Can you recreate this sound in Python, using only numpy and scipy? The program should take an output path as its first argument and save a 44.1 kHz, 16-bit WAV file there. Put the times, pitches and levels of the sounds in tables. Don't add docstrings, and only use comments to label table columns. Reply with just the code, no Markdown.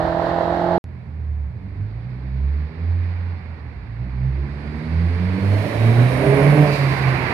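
import sys
import numpy as np
from scipy import signal
from scipy.fft import rfft, irfft, next_fast_len
from scipy.io import wavfile
from scipy.ndimage import uniform_filter1d

SR = 44100
rng = np.random.default_rng(int(sys.argv[2]) if len(sys.argv) > 2 else 0)


def file_out(sig):
    cols = np.atleast_2d(sig).T
    lim = np.clip(cols, -1, 1)
    pcm = np.round(lim * 32767).astype(np.int16)
    wavfile.write(sys.argv[1], SR, pcm)


N = 323253
TIME = np.arange(N) / SR
AWAY_END_S, APPROACH_START_S = 0.781, 0.8415


def gain_of(db):
    return 10 ** (np.asarray(db) / 20)


def evened(x):
    return x / np.sqrt(np.mean(abs(x) ** 2) + 1e-20)


def read(points, hz):
    f, value = np.transpose(points)
    return np.interp(np.log(hz + 1), np.log(f + 1), value)


def follow(rows, t=TIME):
    s, *columns = np.transpose(rows)
    return [np.interp(t, s, c) for c in columns]


def drift(rate_hz, t=TIME):
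    size, step_rate_hz = 4096, 500
    f = np.fft.rfftfreq(size, 1 / step_rate_hz)
    slow = irfft(rfft(rng.standard_normal(size)) * np.exp(-.5 * (f / rate_hz) ** 2))
    return np.interp(t, np.arange(size) / step_rate_hz, evened(slow))


def partial(angle, rough, rate_hz, t=TIME):
    rough = np.clip(rough, 0, 1)
    steady = np.sqrt(2 * (1 - rough ** 2))
    in_phase = (steady + rough * drift(rate_hz, t)) * np.cos(angle)
    return in_phase + rough * drift(rate_hz, t) * np.sin(angle)


def airy_tone(hz, width_hz):
    angle = 2 * np.pi * np.cumsum(hz * np.ones(N)) / SR
    return np.array([partial(angle, 1, width_hz) for _ in range(2)])


def hiss(spectrum, gate=1):
    size = next_fast_len(N)
    colour = gain_of(read(spectrum, np.fft.rfftfreq(size, 1 / SR)))
    noise = rfft(gate * rng.standard_normal((2, N)), size)
    return evened(irfft(noise * colour, size)[:, :N])


# hz, level_db
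PIPE_COLOUR = [(150, 12), (230, 3.5), (300, 7), (350, -4), (425, 2.5), (490, -3), (590, 3), (700, -4),
               (850, -18), (1300, -48.5)]


def rasp(hz, level_db, load, coast_db=-7, half_db=-3, quarter_db=-4, gas_db=-7, swell_db=3, count=44):
    hz = uniform_filter1d(hz, size=SR // 8)
    turns, lines = np.cumsum(hz) / SR, np.zeros((2, N))
    for k in range(9, count):
        if k in (10, 12, 16, 20, 24):
            continue
        kind_db = 0 if k % 4 == 0 else half_db if k % 2 == 0 else quarter_db
        order_hz = hz * k / 4
        angle = np.pi / 2 * k * turns + rng.uniform(0, 2 * np.pi)
        octaves_up = np.log2(np.maximum(order_hz / 400, 1))
        bright_db = (level_db + 27.5) * octaves_up
        size = gain_of(kind_db + swell_db * drift(4) + read(PIPE_COLOUR, order_hz) + bright_db)
        lines += size * np.array([partial(angle, .35, 7), drift(7) * np.sin(angle) * np.sqrt(2)])
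    puffs = 1 + 0.4 * np.cos(2 * np.pi * turns)
    gas = hiss([(30, -48), (70, -13.5)] + list(PIPE_COLOUR) + [(5000, -60.0)], puffs)
    return gain_of(level_db) * (gain_of(coast_db * (1.5 - load)) * evened(lines) + gain_of(gas_db) * gas)


def howl(turns, levels_db, rough=0.34, swell_db=3.0, swell_hz=5):
    sound = np.zeros(N)
    for k, db in enumerate(levels_db, 3):
        level = gain_of(db + swell_db * drift(swell_hz))
        sound += level * partial(2 * np.pi * k * turns + k * k, rough, 11)
    return np.array([sound, np.zeros(N)])


def boom(turns, first_db, second_db, burble_db, crank_db, upper_db=-8, swell_db=2.5, swell_hz=6):
    angle = 2 * np.pi * turns
    sound = gain_of(first_db) * partial(angle, .06, 16)
    sound -= gain_of(second_db + swell_db * drift(swell_hz)) * partial(2 * angle, 0.41, 7)
    burble = partial(3 / 2 * angle, 0.29, 12.0) + gain_of(upper_db) * partial(5 / 2 * angle, 0.71, 30)
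    sound += gain_of(burble_db) * burble
    radiates = signal.butter(10, 55, "high", fs=SR, output="sos")
    crank = signal.sosfilt(radiates, partial(angle / 2, .5, 8))
    return np.array([sound + gain_of(crank_db) * crank, np.zeros(N)])


# time_s, level_db
BOOM_LEVEL = [(0.84, -28.5), (1.3, -20.5), (1.48, -25.5), (1.58, -51.5), (1.94, -32.5), (2.12, -40),
              (2.2, -32), (2.45, -14.5), (2.9, -10), (3.12, -22), (3.27, -21.5), (3.55, -29.5),
              (3.95, -33.5), (4.01, -30), (4.4, -20.5), (4.66, -29), (4.98, -14), (5.18, -20.5),
              (5.52, -11), (5.78, -14.5), (5.88, -8.5), (6.01, -6.5), (6.12, -19.5), (6.3, -12),
              (6.36, -17), (6.48, -11), (6.61, -10), (6.72, -17), (7.08, -15), (7.33, -35.5)]
# time_s, half_width_s, depth_db
BOOM_FADES = [(1.022, 0.21, -40.5), (2.737, 0.37, -35.5), (3.42, 0.06, -24.5), (3.58, .02, -12),
              (3.745, .03, -18.5), (3.87, .02, -12), (4.49, 0.037, -23.5), (4.62, 0.029, -18.5),
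              (4.831, 0.13, -30.5), (5.392, 0.066, -18.5), (5.689, 0.15, -26), (5.951, 0.046, -10),
              (6.23, .07, -22), (6.39, 0.018, -10.5), (6.56, 0.016, -8), (6.668, 0.023, -15),
              (6.77, 0.021, -9), (6.977, 0.062, -17.5), (7.199, 0.017, -31)]
# pitch_hz, width_hz, level_db
STREET_DRONES = [(108.2, 19, 12.5), (132.2, 10.4, 12.5), (146, 4.6, -4), (188.8, 23, 6), (219.15, 7.7, -6),
                 (227, 6.8, 8), (266.7, 11, -6), (298.5, 14, 6.5), (345, 30, 3), (413.4, 25.6, 16.5),
                 (445, 17, -2)]
# pitch_hz, width_hz, level_db
TAILPIPE_HONK = (578, 80, 17.5)
# pitch_hz, width_hz, level_db
PIPE_THROAT = (400, 150, 3.2)


def resonance_db(order_hz, peaks):
    return sum(db / (1 + (2 * (order_hz - f) / width) ** 2) for f, width, db in peaks)


def order_levels(hz, near_db, load, lug_db, second_db=-28, third_db=-32.5, fourth_db=-42, fifth_db=-35.5,
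                 sixth_db=-47.0, lug_gain=3.8, coast_db=-14, carry=0.52, second_carry=0.38, fifth_carry=0.87):
    first_db = follow(BOOM_LEVEL)[0]
    for s, half_s, depth_db in BOOM_FADES:
        dip = (1 - gain_of(depth_db) ** 2) / (1 + ((TIME - s) / half_s) ** 2)
        first_db = first_db + 10 * np.log10(1 - dip)
    drive_db = coast_db * (1 - load) + lug_db
    effort_db = carry * near_db + drive_db
    second_db = second_db + second_carry * near_db + drive_db + resonance_db(2 * hz, STREET_DRONES)
    third_db = third_db + effort_db + load * resonance_db(3 * hz, STREET_DRONES)
    fourth_ring_db = resonance_db(4 * hz, [TAILPIPE_HONK, PIPE_THROAT])
    fourth_db = fourth_db + effort_db + fourth_ring_db + lug_gain * lug_db
    fifth_db = fifth_db + fifth_carry * near_db + drive_db + resonance_db(5 * hz, [PIPE_THROAT])
    sixth_db = sixth_db + effort_db + resonance_db(6 * hz, [PIPE_THROAT])
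    return first_db, second_db, third_db, fourth_db, fifth_db, sixth_db


# time_s, level_db
BURBLE_LEVEL = [(0.84, -40.5), (1.6, -39), (2.0, -46), (2.4, -57), (3.2, -61), (3.4, -44), (3.9, -41),
                (4.3, -57.5), (4.95, -37), (5.3, -49), (6.0, -48), (7.33, -54)]
LUG_HZ, LUG_DB_PER_HZ = 59.7, 0.3117
FIRING_JITTER, FIRING_SPREAD_DB, FIRING_CHANGE_HZ = .008, 1.8, 24


def exhaust(hz, near_db, load, boost, crank_db=-43, crank_coast_db=-4, boom_echo_db=-20, howl_echo_db=-14,
            rasp_echo_db=-3, rasp_db=-27.5, rasp_coast_db=-7, rasp_boost_db=8, rasp_carry=0.87):
    coast = 1 - load
    lug_db = LUG_DB_PER_HZ * np.maximum(LUG_HZ - hz, 0)
    pipe_db = rasp_db + rasp_carry * near_db + rasp_coast_db * coast + rasp_boost_db * boost + lug_db
    turns = np.cumsum(hz) / SR + FIRING_JITTER * drift(FIRING_CHANGE_HZ)
    strength = evened(gain_of(FIRING_SPREAD_DB * drift(FIRING_CHANGE_HZ)))
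    first_db, second_db, *upper_db = order_levels(hz, near_db, load, lug_db)
    low = boom(turns, first_db, second_db, follow(BURBLE_LEVEL)[0], crank_db + crank_coast_db * coast)
    high = street(strength * howl(turns, upper_db), howl_echo_db)
    high = high + street(strength * rasp(hz, pipe_db, load), rasp_echo_db)
    return street(low, boom_echo_db) + off_walls(high)


# open_s, shut_s (it begins to shut), share of full throttle
THROTTLE_PULLS = [(1.514, 2.8, 0.78), (3.958, 6.664, 0.95)]
THROTTLE_OPEN_S, THROTTLE_SHUT_S = 0.046, 0.27


def throttle():
    load = np.zeros(N)
    for start, end, share in THROTTLE_PULLS:
        opening = np.clip((TIME - start) / THROTTLE_OPEN_S, 0, 1)
        load += share * opening * np.clip(1 - (TIME - end) / THROTTLE_SHUT_S, 0, 1)
    return load


# hz, level_db (per Hz)
TYRE_ROAR = [(30, -34.5), (70, 10), (300, 2), (600, -3.5), (1000, -1.5), (1250, -7), (1850, -2.5),
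             (2350, -4.5), (2750, -17.5), (3200, -42.5), (4400, -24), (5200, -39), (6500, -47.5),
             (14000, -64.5)]
# hz, level_db (per Hz)
TREAD_RUSH = [(100, -10.5), (400, -16), (750, 5), (1080, 6.5), (1400, -5), (2200, 3.5), (2800, -3),
              (4000, -38), (8000, -40)]


def tyres(level_db, roar_db=2, tread_db=-5):
    closer_db = 0.23 * (level_db - level_db.max())
    tread = gain_of(tread_db + level_db + closer_db) * hiss(TREAD_RUSH)
    return tread + gain_of(roar_db + level_db + .5 * drift(23)) * hiss(TYRE_ROAR)


# time_s, pitch_hz, level_db
INTAKE_WHINE = [(4.3, 4760, -100), (4.65, 4776, -66), (5.2, 4620, -69), (5.4, 4390, -58), (5.68, 4200, -54),
                (5.77, 3903, -50), (6.22, 3900, -52), (6.6, 3948, -100)]
WHISTLE_S, WHISTLE_HZ, WHISTLE_DB, WHISTLE_HZ_PER_S, WHISTLE_DB_PER_S2 = 6.34, 9530, -50.5, 1600, 87
CHIRP_S, CHIRP_WIDTH_S, CHIRP_HZ, CHIRP_HZ_PER_S, CHIRP_DB = 4.28, .045, 5380, 3000, -79


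def turbo():
    t = np.clip(TIME - WHISTLE_S, -1, 1)
    whistle_hz = (WHISTLE_HZ + WHISTLE_HZ_PER_S * t) * (1 + .011 * drift(60))
    whistle = gain_of(WHISTLE_DB - WHISTLE_DB_PER_S2 * t ** 2) * airy_tone(whistle_hz, 150)
    whine_hz, whine_db = follow(INTAKE_WHINE)
    whine = gain_of(whine_db) * airy_tone(whine_hz, 110)
    u = np.clip(TIME - CHIRP_S, -1, 1)
    chirp_level = gain_of(CHIRP_DB) * np.exp(-(u / CHIRP_WIDTH_S) ** 2)
    return whistle + whine + chirp_level * airy_tone(CHIRP_HZ + CHIRP_HZ_PER_S * u, 40)


# hz, level_db (per Hz)
TURBO_WHOOSH = [(1500, 0), (2800, -4.5), (3400, -4), (4000, -2), (4650, -2), (5200, -10.5), (6200, -28),
                (9000, -43.5)]


def whoosh(near_db, load, boost, level_db=-44, carry=0.86, spool_db=5, spool_s=0.46, boost_db=-6):
    keep = np.exp(-1 / (spool_s * SR))
    spool = signal.lfilter([1 - keep], [1, -keep], load)
    whoosh_db = level_db + carry * near_db + spool_db * spool + boost_db * boost + 0.83 * drift(22)
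    return gain_of(whoosh_db) * hiss(TURBO_WHOOSH)


# hz, level_db (per Hz)
VENT_PUFF = [(1500, -17), (2500, 4), (3300, -16), (3900, -2), (4450, -5), (4700, -6), (5000, -9),
             (7000, -20), (13000, -23)]
# pitch_hz, level_db
VENT_PIPE_TONES = [(2330, -37.5), (2650, -42), (4700, -45.5)]
VENT_S, VENT_ATTACK_S, VENT_DB, VENT_FALL_DB_PER_S = 6.645, 0.078, -35, 29
VENT_TONE_DELAY_S, VENT_TONE_FALL_DB_PER_S = 0.021, 38


def valve():
    age = np.maximum(TIME - VENT_S, 0)
    puff_db = VENT_DB - VENT_FALL_DB_PER_S * age + 1.9 * drift(20.5)
    puff = np.minimum(age / VENT_ATTACK_S, 1) * gain_of(puff_db)
    ring = np.clip((age - VENT_TONE_DELAY_S) / .01, 0, 1) * gain_of(-VENT_TONE_FALL_DB_PER_S * age)
    tones = sum(gain_of(db) * airy_tone(hz, 35) for hz, db in VENT_PIPE_TONES)
    return puff * hiss(VENT_PUFF) + ring * tones


# hz, level_db (per Hz)
INTAKE_HISS = [(1000, -20), (3000, 9), (5200, 1), (6800, -6.5), (8000, -8), (9400, -3), (10300, -9),
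               (11500, -21.5), (14000, -31)]
# hz, level_db (per Hz)
INTAKE_FIZZ = [(7000, -27), (9500, -2.5), (11000, 1), (13000, -3.5), (14000, 0)]
# time_s, level_db
CORNER_SCREEN = [(4.05, -18), (4.65, -4), (5.6, 4)]
RUN_DOWN_S = 0.42


def intake(near_db, boost, hiss_db=-55, fizz_db=-60.0, boost_db=7, carry=0.32):
    run_down = np.exp(-TIME / RUN_DOWN_S)
    spin = np.maximum.accumulate(boost / run_down) * run_down
    level_db = carry * near_db + follow(CORNER_SCREEN)[0] + boost_db * spin + .5 * drift(25)
    fizz = gain_of(fizz_db + level_db + 0.5 * (level_db - level_db.max())) * hiss(INTAKE_FIZZ)
    return fizz + gain_of(hiss_db + level_db) * hiss(INTAKE_HISS)


# time_s, firing_rate_hz
ENGINE_SPEED = [(0.84, 84.54), (1.15, 79.15), (1.45, 71.64), (1.53, 64.53), (1.58, 48.64), (1.78, 48.5),
                (2.08, 61.9), (2.34, 65.44), (2.6, 74.53), (2.86, 85.4), (3.05, 88.2), (3.3, 88),
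                (3.72, 76.04), (3.8, 58.15), (3.95, 55.75), (4.03, 62.16), (4.17, 63), (4.42, 69.14),
                (4.73, 75.2), (5.18, 88.72), (5.6, 102.5), (5.9, 114.3), (6.06, 124.3), (6.59, 149.2),
                (6.86, 135.9), (7.33, 125.2)]
# time_s, level_db
CAR_NEARNESS = [(0.86, -56.5), (0.89, -54), (1.47, -55.5), (3.11, -45), (3.76, -49), (4.12, -48),
                (6.46, -26.5), (6.77, -29), (7.33, -25.5)]
# hz, level_db (per Hz)
WALL_RUMBLE = [(20, -36), (32, -38), (45, -10), (62, 14), (90, 0.5), (130, 7), (200, 0), (300, -8.5),
               (600, -19.5), (1500, -68)]
# hz, left_minus_right_db
NEAR_LEAN = [(60, -4), (350, -6), (650, -9), (950, -8), (1300, -9.5), (1800, -18.5), (2300, -26),
             (2800, -7), (3300, -6.5), (4500, 0.5), (9500, -1), (12500, 7)]
# hz, left_right_likeness (1 = identical)
NEAR_LIKENESS = [(60, 0.81), (280, 0.86), (610, 0.72), (1300, 0.18), (3000, 0.13), (13000, .3)]
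CLOSE_DB = -27
BOOST_HZ, BOOST_SPREAD_HZ = 97.2, 1.6


def approaching(tyres_db=-27, rumble_db=-41):
    hz, load = follow(ENGINE_SPEED)[0], throttle()
    near_db = follow(CAR_NEARNESS)[0] - CLOSE_DB
    boost = load / (1 + np.exp((BOOST_HZ - hz) / BOOST_SPREAD_HZ))
    rush = past_lorry(tyres(tyres_db + near_db) + whoosh(near_db, load, boost) + valve())
    car = exhaust(hz, near_db, load, boost) + rush + intake(near_db, boost) + turbo()
    return microphones(car + gain_of(rumble_db) * hiss(WALL_RUMBLE), NEAR_LEAN, NEAR_LIKENESS, lag_s=.00013)


def ringing_phases(levels_db):
    outline_db = uniform_filter1d(np.pad(levels_db, (1, 40), constant_values=min(levels_db)), size=3)
    log_gain = np.log(gain_of(outline_db))
    return -signal.hilbert(np.concatenate([log_gain, log_gain[-2:0:-1]])).imag[1:]


# time_s, cycle_rate_hz
AWAY_CYCLES = [(0, 41.15), (0.15, 41.8), (0.45, 42.65), (0.78, 43.75)]
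# multiple of the cycle rate, level_db
AWAY_LINES = [(1, -25), (2, -10), (3, -10), (4, -1), (5, -18), (6, -21), (7, -10), (8, -1), (9, -17),
              (10, -16), (11, -12), (12, -9), (13, -7), (14, -9), (15, 1), (16, .5), (17, -10), (18, -7),
              (19, -4), (20, -8), (21, -12), (22, -14), (23, -11), (24, -17), (25, -20)]
# multiple, start_db, halfway_db, end_db
AWAY_LINE_SWELLS = [(3, 4, -2, -5), (4, -1, -4, 3), (8, 1, -3, 3), (12, -5, 2, -1), (13, -2, 2, -1),
                    (14, -6, 3, -1), (15, 2, -2, 1), (16, -1, .5, 2), (17, 7, -6, -5), (20, -2, -4, 6)]
# hz, level_db (per Hz)
TAILPIPE_JET = [(25, -36), (60, 11.5), (250, -1.5), (700, 9), (1050, 2.5), (1300, -1.5), (1850, -3.5),
                (2400, -18.5), (3600, -19), (4050, -16), (4800, -24), (6000, -36.5), (9000, -45),
                (13500, -44.5)]
# hz, left_minus_right_db
AWAY_LEAN = [(60, -1.5), (110, -6.5), (200, -5), (360, -7), (670, -6.5), (1210, -12), (2220, -4),
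             (4040, -2), (7380, -2), (13500, 10.5)]
# hz, left_right_likeness (1 = identical)
AWAY_LIKENESS = [(60, 1), (600, 0.6), (1300, 0.1), (2900, 0.11), (13500, 0)]
BLUR, BLUR_PER_ORDER, BLUR_PER_S, FIRING_BLUR = .24, .008, .23, .18
STROKE_DB, STROKE_SPREAD_DB, PIPE_STRETCH = -3, 1.0, .036


def going_away(bark_db=-20, jet_db=-27, jet_db_per_s=-2, bark_puff=0.044, firing_puff=0.1):
    t = TIME[:SR]
    turns = np.cumsum(follow(AWAY_CYCLES)[0]) / SR - .14
    bark_turns = turns[:SR]
    multiples, levels_db = np.transpose(AWAY_LINES)
    knots_s = [0, AWAY_END_S / 2, AWAY_END_S]
    swells = {round(k): np.interp(t, knots_s, db) for k, *db in AWAY_LINE_SWELLS}
    bark = np.zeros(SR)
    for k, db, phase in zip(multiples, levels_db, ringing_phases(levels_db)):
        rough = FIRING_BLUR if k % 4 == 0 else BLUR + BLUR_PER_ORDER * k + BLUR_PER_S * t
        stretch = PIPE_STRETCH * (k - 14) ** 2
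        angle = 2 * np.pi * k * bark_turns + phase - stretch
        bark += gain_of(db + swells.get(k, 0)) * partial(angle, rough, 9, t)
    cycle = np.round(bark_turns).astype(int)
    blow = np.cos(np.pi * (bark_turns - .04)) ** 8
    stroke_db = STROKE_DB + STROKE_SPREAD_DB * rng.standard_normal(cycle.max() + 1)[cycle]
    bark *= gain_of(stroke_db * blow)
    bark = np.pad(gain_of(bark_db) * evened(bark), (0, N - SR))
    puffs = 1 + bark_puff * np.cos(2 * np.pi * turns - .7)
    puffs *= 1 + firing_puff * np.cos(8 * np.pi * turns)
    jet_level_db = jet_db + jet_db_per_s * (TIME - AWAY_END_S / 2) + .5 * drift(6.2)
    jet = gain_of(jet_level_db) * hiss(TAILPIPE_JET, puffs)
    return microphones(np.array([bark, np.zeros(N)]) + jet, AWAY_LEAN, AWAY_LIKENESS)


# time_s, delay_s, share
LORRY_COMB = [(6.2, 0.0041, 0), (6.75, .003, 0.12), (7.33, 0.00232, 0.11)]


def past_lorry(pair):
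    delay_s, share = follow(LORRY_COMB)
    echo = np.array([np.interp(TIME - delay_s, TIME, x) for x in pair])
    return (pair + share * echo) / np.sqrt(1 + share ** 2)


# start_delay_s, end_delay_s, level_db
HOUSE_FRONTS = [(0.021, 0.047, -13), (0.13, 0.095, -10)]


def off_walls(pair):
    echoes = 0
    for first_s, last_s, db in HOUSE_FRONTS:
        sent = TIME - np.linspace(first_s, last_s, N)
        echoes = echoes + gain_of(db) * np.array([np.interp(sent, TIME, x) for x in pair])
    return (pair + echoes) / np.sqrt(1 + sum(gain_of(db) ** 2 for *_, db in HOUSE_FRONTS))


def street(pair, wet_db, t60_s=0.9, taps_per_s=2000):
    signs = rng.choice([-1., 1.], (2, SR))
    taps = signs * (rng.random((2, SR)) < taps_per_s / SR) * gain_of(-60 * TIME[:SR] / t60_s)
    taps /= np.linalg.norm(taps, axis=1, keepdims=True)
    return pair + gain_of(wet_db) * signal.fftconvolve(pair, taps, axes=1)[:, :N]


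def microphones(pair, balance, likeness, lag_s=0):
    size = next_fast_len(N + 4096)
    hz, (a, b) = np.fft.rfftfreq(size, 1 / SR), rfft(pair, size)
    same, lean = np.clip(read(likeness, hz), -.9, 1), gain_of(read(balance, hz))
    shared, apart = a * np.sqrt((1 + same) / 2), b * np.sqrt((1 - same) / 2)
    late = np.exp(-2j * np.pi * hz * lag_s)
    ports = np.array([lean * late * (shared + apart), shared - apart])
    return irfft(2 * ports / np.sqrt(1 + lean ** 2 + 2 * same * lean * late.real), size)[:, :N]


def night_hush():
    return gain_of(-54) * hiss([(30, -12.0), (700, 2.0), (5000, -37.0), (14000, -44.0)])


def start_click(level_db=-42, decay_s=.0005):
    return gain_of(level_db) * np.exp(-abs(TIME - APPROACH_START_S) / decay_s)


def scene():
    first = np.clip((AWAY_END_S - TIME) / .001, 0, 1)
    second = TIME >= APPROACH_START_S
    return going_away() * first + (approaching() + night_hush() + start_click()) * second


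def record(dry):
    knee, room = .65, .24
    core = np.clip(dry, -knee, knee)
    rounded = core + room * np.tanh((dry - core) / room)
    low_pass = signal.firwin(511, 14000, window=("kaiser", 9), fs=SR)
    return signal.oaconvolve(rounded, low_pass[None], "same")


dry = scene()
out = record(dry)
file_out(out)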